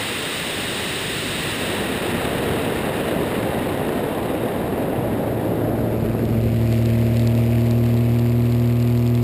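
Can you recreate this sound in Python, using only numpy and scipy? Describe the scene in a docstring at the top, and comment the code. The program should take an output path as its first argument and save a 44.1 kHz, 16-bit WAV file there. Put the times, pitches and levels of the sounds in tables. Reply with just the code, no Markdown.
"""A small aerobatic plane drones through a roll, heard from a camera fixed to its wing.
Its three propeller blades push out pulses of pressure, and its four-cylinder engine fires twice a turn.
At first the rushing air hides them: it hisses over the camera housing, then breaks into a thumping roar.
As the microphone comes into shelter, the wind falls away and the drone comes through,
loud enough to overload the microphone with a buzzy rasp and to rattle the mount."""
import sys
import numpy as np
from scipy import signal
from scipy.fft import rfft, irfft, next_fast_len
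from scipy.io import wavfile
from scipy.ndimage import uniform_filter1d

SR = 44100
rng = np.random.default_rng(int(sys.argv[2]) if len(sys.argv) > 2 else 0)


def int16_out(signal):
    """Quantize to a 16-bit WAV file."""
    q = np.round(np.clip(np.atleast_2d(signal).T, -1, 1) * 32767)
    wavfile.write(sys.argv[1], SR, q.astype(np.int16))


N = 407043
TIME = np.arange(N) / SR

# Shelter from the wind. Each row: time in seconds, share from 0 (open) to 1 (sheltered).
SHELTER = [(0, 0), (5.6, 0.02), (6.25, 0.8), (6.6, 1), (9.23, 0.98)]
# How hard the wind hits the housing. Each row: time in seconds, relative level in dB.
WIND_FORCE = [(0, -32.5), (1.58, -29), (1.72, -26), (2.7, -24.5), (3.8, -25), (5.6, -24), (6.3, -16.5),
              (6.55, -20.5), (7.6, -22.5), (9.23, -29.5)]
# The tone of the four air noises. Each row: frequency in Hz, relative level in dB.
HISS_SPECTRUM = [(150, -51), (600, -25), (820, -9.5), (1550, -7.5), (1880, -2.5), (2250, -6.5),
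                 (2780, -1.5), (3300, -6), (3780, -1.5), (4300, -11.5), (5000, -12.5), (5700, -13.5)]
THUMP_SPECTRUM = [(12, -14), (30, -4), (60, 16), (100, 11), (160, 15.5), (300, -24), (800, -94)]
ROAR_SPECTRUM = [(25, -33), (70, -4.5), (130, -1), (200, 0), (300, 0.5), (450, -0.5), (630, -4.5),
                 (760, -8), (950, -14), (1250, -22), (1550, -22), (1880, -24), (2800, -33), (6000, -43)]
WASH_SPECTRUM = [(300, -14), (900, -28), (1450, -1.5), (1950, 6.5), (2600, 7), (3300, -0.5), (4400, -2),
                 (6000, -7.5)]
# How the hiss dulls, then thins. Each row: time in seconds, treble slope in dB per octave.
HISS_TILT = [(0, -1), (1.3, 0), (2.2, -5.5), (5, -8.5), (6.3, -2)]
# The size of the eddies (swirls of air) shifts the roar. Each row: time in seconds, frequency factor.
EDDY_PITCH = [(0, 1.05), (1.4, 0.85), (1.7, 0.95), (4.2, 1.064), (5.5, 0.98), (6.3, 0.79), (9.23, 0.93)]
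# The hardest knocks of the mount. Each row: start in seconds, relative level in dB.
HARD_KNOCKS = [(6.2536, -27), (6.7259, -24), (6.7785, -25), (6.8317, -28), (6.8587, -24), (6.988, -25),
               (7.1703, -23), (7.1955, -20), (7.2739, -22), (7.351, -28), (7.3782, -22), (7.6083, -22),
               (7.7105, -18.5), (8.1884, -23), (8.8746, -23), (8.9751, -25), (8.994, -24), (9.0662, -26)]
# How the mount rings. Each row: frequency in Hz, relative level in dB, seconds to fade by 60 dB.
MOUNT_RING = [(2716.5, -10, .003), (3900, 30, 0.0015), (4420, 5, 0.0034), (5300, -32, 0.00098)]
# The buzzy overload rasp on the loud drone. Each row: multiple of the shaft speed, relative level in dB.
OVERLOAD_TONES = [(21, -40), (22, -39), (24, -36), (25, -38), (27, -36.5), (28, -38), (30, -42), (31, -38),
                  (34, -40.5)]
# The drone's changing tone. Each row: time in seconds, exhaust pipe boost in dB, overload boost in dB.
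DRONE_COLOUR = [(5.8, 14.5, -8), (6.5, 0.5, -5), (7.0, 1.5, -8), (7.7, 1, 0), (8.3, -5.5, 1),
                (9.23, -4, 2.5)]
# Exhaust and engine block. Each row: multiple of the shaft speed, relative level in dB.
ENGINE_TONES = [(2, -13.5), (4, -27.5), (7, -24.5), (8, -25.5), (10, -31), (11, -31), (12, -30), (13, -32),
                (14, -22.5), (16, -20), (17, -24), (18, -26.5)]
# The propeller's hum. Each row: multiple of the blade rate, relative level in dB.
BLADE_TONES = [(1, 0.5), (2, -4.5), (3, -11.5)]
# The propeller's speed. Each row: time in seconds, blade passes per second.
BLADE_RATE = [(4.7, 111.7), (5.6, 112.5), (6.3, 113.7), (6.9, 115), (7.7, 117.1), (8.1, 118.2),
              (8.5, 119.1), (9.23, 119.8)]
# How the drone swells. Each row: time in seconds, relative level in dB.
DRONE_LEVEL = [(0, -53), (4.6, -40.5), (5.2, -33), (6.0, -28), (6.6, -20), (6.9, -19), (9.23, -19)]

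BREAK_S, BREAK_RISE_S = 1.49, 0.53  # when the smooth flow breaks away from the housing, and how quickly


def gain_of(db):
    """Turns decibels into a factor to multiply by."""
    return 10 ** (np.asarray(db) / 20)


def unit_level(x):
    """Scales a signal to an average (rms) level of 1."""
    return x / np.sqrt(np.mean(x ** 2) + 1e-20)


def curves(rows):
    """Turns each column of a timed table into one value per sample."""
    s, *columns = np.transpose(rows)
    return [np.interp(TIME, s, column) for column in columns]


def coloured(x, spectrum):
    """Filters x with a spectrum table and scales it to level 1."""
    hz, db = np.transpose(spectrum)
    size = next_fast_len(N)
    shape_db = np.interp(np.log(np.fft.rfftfreq(size, 1 / SR) + 1), np.log(hz), db)
    return unit_level(irfft(rfft(x, size) * gain_of(shape_db), size)[:N])


def moving_filter(x, gain_db):
    """Filters x by a rule gain_db(Hz, seconds) that changes over time."""
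    hz, s, slices = signal.stft(x, SR, nperseg=1024)
    return signal.istft(slices * gain_of(gain_db(hz[:, None] + 1, s)), SR, nperseg=1024)[1][:N]


def flattened(x, amount):
    """Presses down the brief peaks of a noise, so it sounds dense and even."""
    power = uniform_filter1d(x ** 2, size=40) / uniform_filter1d(x ** 2, size=4000)
    return x * np.maximum(power, .01) ** (-amount / 2)


def wander(hz):
    """A smooth random drift of level 1, mostly slower than hz."""
    count = 8192
    f = np.fft.rfftfreq(count, TIME[-1] / count)
    slow = irfft(rfft(rng.standard_normal(count)) * np.exp(-(f / hz) ** 2))
    return unit_level(np.interp(TIME, np.linspace(0, TIME[-1], count), slow))


def once_a_turn(turns, sharpness):
    """A smooth bump of height 1 at every whole turn."""
    return np.exp(sharpness * (np.cos(2 * np.pi * turns) - 1))


def eddies(depth_db, hz):
    """White noise that flares as swirls of air pass."""
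    return rng.standard_normal(N) * gain_of(depth_db * wander(hz))


def since_break(span_s):
    """Rises from 0 to 1 over span_s once the flow breaks away."""
    return np.clip((TIME - BREAK_S) / span_s, 0, 1)


def broken_flow(sudden=0.52, rest_s=3.0):
    """The share of the flow that has broken away: a sudden part, then the rest."""
    return sudden * since_break(BREAK_RISE_S) + (1 - sudden) * since_break(rest_s)


def hiss(gusts, shelter, start_db=-24.5, tearing=0.2):
    """Fast air sounds the hollows of the housing; as the flow breaks, the hiss dulls, tears and fades."""
    tilt, = curves(HISS_TILT)
    broken = broken_flow()
    air = coloured(eddies(depth_db=1.5 * broken, hz=90), HISS_SPECTRUM)
    tilt_db = lambda f, s: np.log2(np.clip(f, 900, 6000) / 3000) * np.interp(s, TIME, tilt)
    air = flattened(moving_filter(air, tilt_db), amount=0.3 * (1 - since_break(BREAK_RISE_S)))
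    # the pressure of the roar opens and chokes the hiss
    bursts = np.exp(tearing * broken * gusts)
    bursts /= np.sqrt(uniform_filter1d(bursts ** 2, size=8000))
    # a drop at the break, then an ever faster fade
    after_s = np.maximum(TIME - BREAK_S, 0)
    level_db = start_db - 3 * since_break(BREAK_RISE_S) - 2 * after_s - 0.59 * after_s ** 2
    return air * bursts * gain_of(level_db) * np.sqrt(1 - shelter)


def thumps(wind_db, offset_db=-16.5, smooth_db=-7, slam_s=6.49, slam_db=11):
    """Large eddies thump on the housing, with one heavy slam at the edge of the shelter."""
    slam = np.exp(-((TIME - slam_s) / 0.15) ** 2)
    smooth = 1 - since_break(BREAK_RISE_S)
    level_db = wind_db + offset_db + smooth_db * smooth + slam_db * slam
    return coloured(eddies(depth_db=3.5, hz=7.9), THUMP_SPECTRUM) * gain_of(level_db)


def roar(turns, shelter, chop_depth=0.85):
    """Air roars as it breaks away from the housing; in shelter, the passing blades chop it."""
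    hz, db = np.transpose(ROAR_SPECTRUM)
    chop = 1 + chop_depth * shelter * (once_a_turn(3 * turns - 0.095, sharpness=1.8) - 1 / 3)
    air = eddies(depth_db=0.98 * broken_flow(), hz=59.7) * chop
    pitch = lambda s: np.interp(s, *np.transpose(EDDY_PITCH))
    colour_db = lambda f, s: np.interp(np.log(f / pitch(s)), np.log(hz), db)
    return unit_level(moving_filter(air, colour_db))


def propeller_wash(turns, shelter, peak_s=6.8, peak_db=-38):
    """Each blade throws a puff of hiss over the wing, with an extra puff once a turn."""
    blade_puffs = once_a_turn(3 * turns + 0.1, sharpness=2.6)
    turn_puffs = 0.33 * once_a_turn(turns - .12, sharpness=6.7)
    air = coloured(eddies(depth_db=1.8, hz=151) * (1 + blade_puffs + turn_puffs), WASH_SPECTRUM)
    # swells quickly and ebbs slowly
    late_s = TIME - peak_s
    level_db = peak_db + np.where(late_s < 0, np.maximum(9 * late_s, -5), -1.67 * late_s)
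    return air * gain_of(level_db) * np.sqrt(shelter)


def mount_rattle(turns, blade_hz, drone_db, ticks_per_s=90, db_per_hz=1):
    """The shaking mount ticks in step with the blades, most at one point of the turn, at times hard."""
    chance = once_a_turn(3 * turns - .82, sharpness=3.4)
    chance *= 0.12 + once_a_turn(turns - .3, sharpness=2.2)
    ticks = rng.random(N) < ticks_per_s / SR * chance / chance.mean()
    # ticks grow as the drone gets louder and the blades get faster
    tick_db = drone_db - 15 + db_per_hz * (blade_hz - blade_hz[-1])
    knocks = ticks * gain_of(tick_db + 2.4 * np.minimum(rng.exponential(1, N), 3))
    for s, db in HARD_KNOCKS:
        knocks[round(s * SR)] += gain_of(db + 3)
    t = TIME[:SR // 100]
    # every knock scuffs for a moment after the first contact
    scuffs = 0.25 * rng.standard_normal(N) * signal.oaconvolve(knocks, np.exp(-t / 0.00068))[:N]
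    ring = sum(gain_of(db - 60 * t / fade_s) * np.cos(2 * np.pi * hz * t) for hz, db, fade_s in MOUNT_RING)
    return signal.oaconvolve(knocks + scuffs, ring / abs(ring).max())[:N]


def overload_rasp(turns, boost_db):
    """A buzzy overload rasp on the loud drone: high tones line up into one short snap each turn."""
    phase = 2 * np.pi * (turns - .265)
    snap = sum(gain_of(db) * np.cos(multiple * phase) for multiple, db in OVERLOAD_TONES)
    return np.sqrt(2) * gain_of(boost_db - 1) * snap


def engine(turns, shaft_hz, pipe_db, pipe_hz=647, pipe_width_hz=77, rough_db=0.5, uneven_db=-26):
    """Two firings a turn make a low note; the exhaust pipe colours the overtones near its own pitch."""
    tone = lambda multiple: np.cos(2 * np.pi * (multiple * turns + rng.random()))
    firing = gain_of(ENGINE_TONES[0][1]) * np.sin(2 * np.pi * 2 * turns)
    for multiple, db in ENGINE_TONES[1:]:
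        in_pipe = np.exp(-((multiple * shaft_hz - pipe_hz) / pipe_width_hz) ** 2)
        firing += gain_of(db + pipe_db * in_pipe + rough_db * wander(11)) * tone(multiple)
    # unequal cylinders add weak tones halfway between the whole multiples
    uneven = unit_level(sum(tone(k + .5) for k in range(2, 18)))
    return np.sqrt(2) * firing + gain_of(uneven_db) * uneven


def propeller(turns, lag_radians=0.43):
    """Three blades pass each turn, each a pressure peak that rises slowly and drops faster."""
    phase = 2 * np.pi * 3 * turns
    hum = sum(gain_of(db) * np.cos(k * phase - lag_radians * (k - 1)) for k, db in BLADE_TONES)
    return np.sqrt(2) * hum


def scene(sheltered_db=-9.0):
    """The drone comes through as the wind falls away."""
    blade_hz, = curves(BLADE_RATE)
    drone_db, = curves(DRONE_LEVEL)
    pipe_db, overload_db = curves(DRONE_COLOUR)
    wind_db, = curves(WIND_FORCE)
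    shelter, = curves(SHELTER)
    shaft_hz = blade_hz / 3
    turns = np.cumsum(shaft_hz) / SR + .0012 * wander(9)  # shaft turns so far, with a slight wobble
    gusts = roar(turns, shelter)
    wind = thumps(wind_db) + gusts * gain_of(wind_db + 2 + sheltered_db * shelter)
    air = hiss(gusts, shelter) + propeller_wash(turns, shelter)
    rattle = mount_rattle(turns, blade_hz, drone_db)
    drone = overload_rasp(turns, overload_db) + engine(turns, shaft_hz, pipe_db) + propeller(turns)
    return (wind + air + rattle + gain_of(drone_db + 0.44) * drone)[None]


def record(dry, sample_hz=12000, ceiling=.291, top_hz=15250):
    """The camera samples coarsely, overloads, and holds each sample, mirroring sound into the treble."""
    input_filter = signal.firwin(91, 5700, fs=SR)
    dulled = signal.oaconvolve(dry, input_filter[None], "same")
    coarse = signal.resample_poly(dulled, 4 * sample_hz, SR, axis=1)[:, ::4]
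    held = np.repeat(np.clip(coarse, -ceiling, ceiling), 4, axis=1)
    full_rate = signal.resample_poly(held, SR, 4 * sample_hz, axis=1)[:, :N]
    top_filter = signal.firwin(511, top_hz, window=("kaiser", 9), fs=SR)
    return signal.oaconvolve(full_rate, top_filter[None], "same")


dry = scene()
out = record(dry)
int16_out(out)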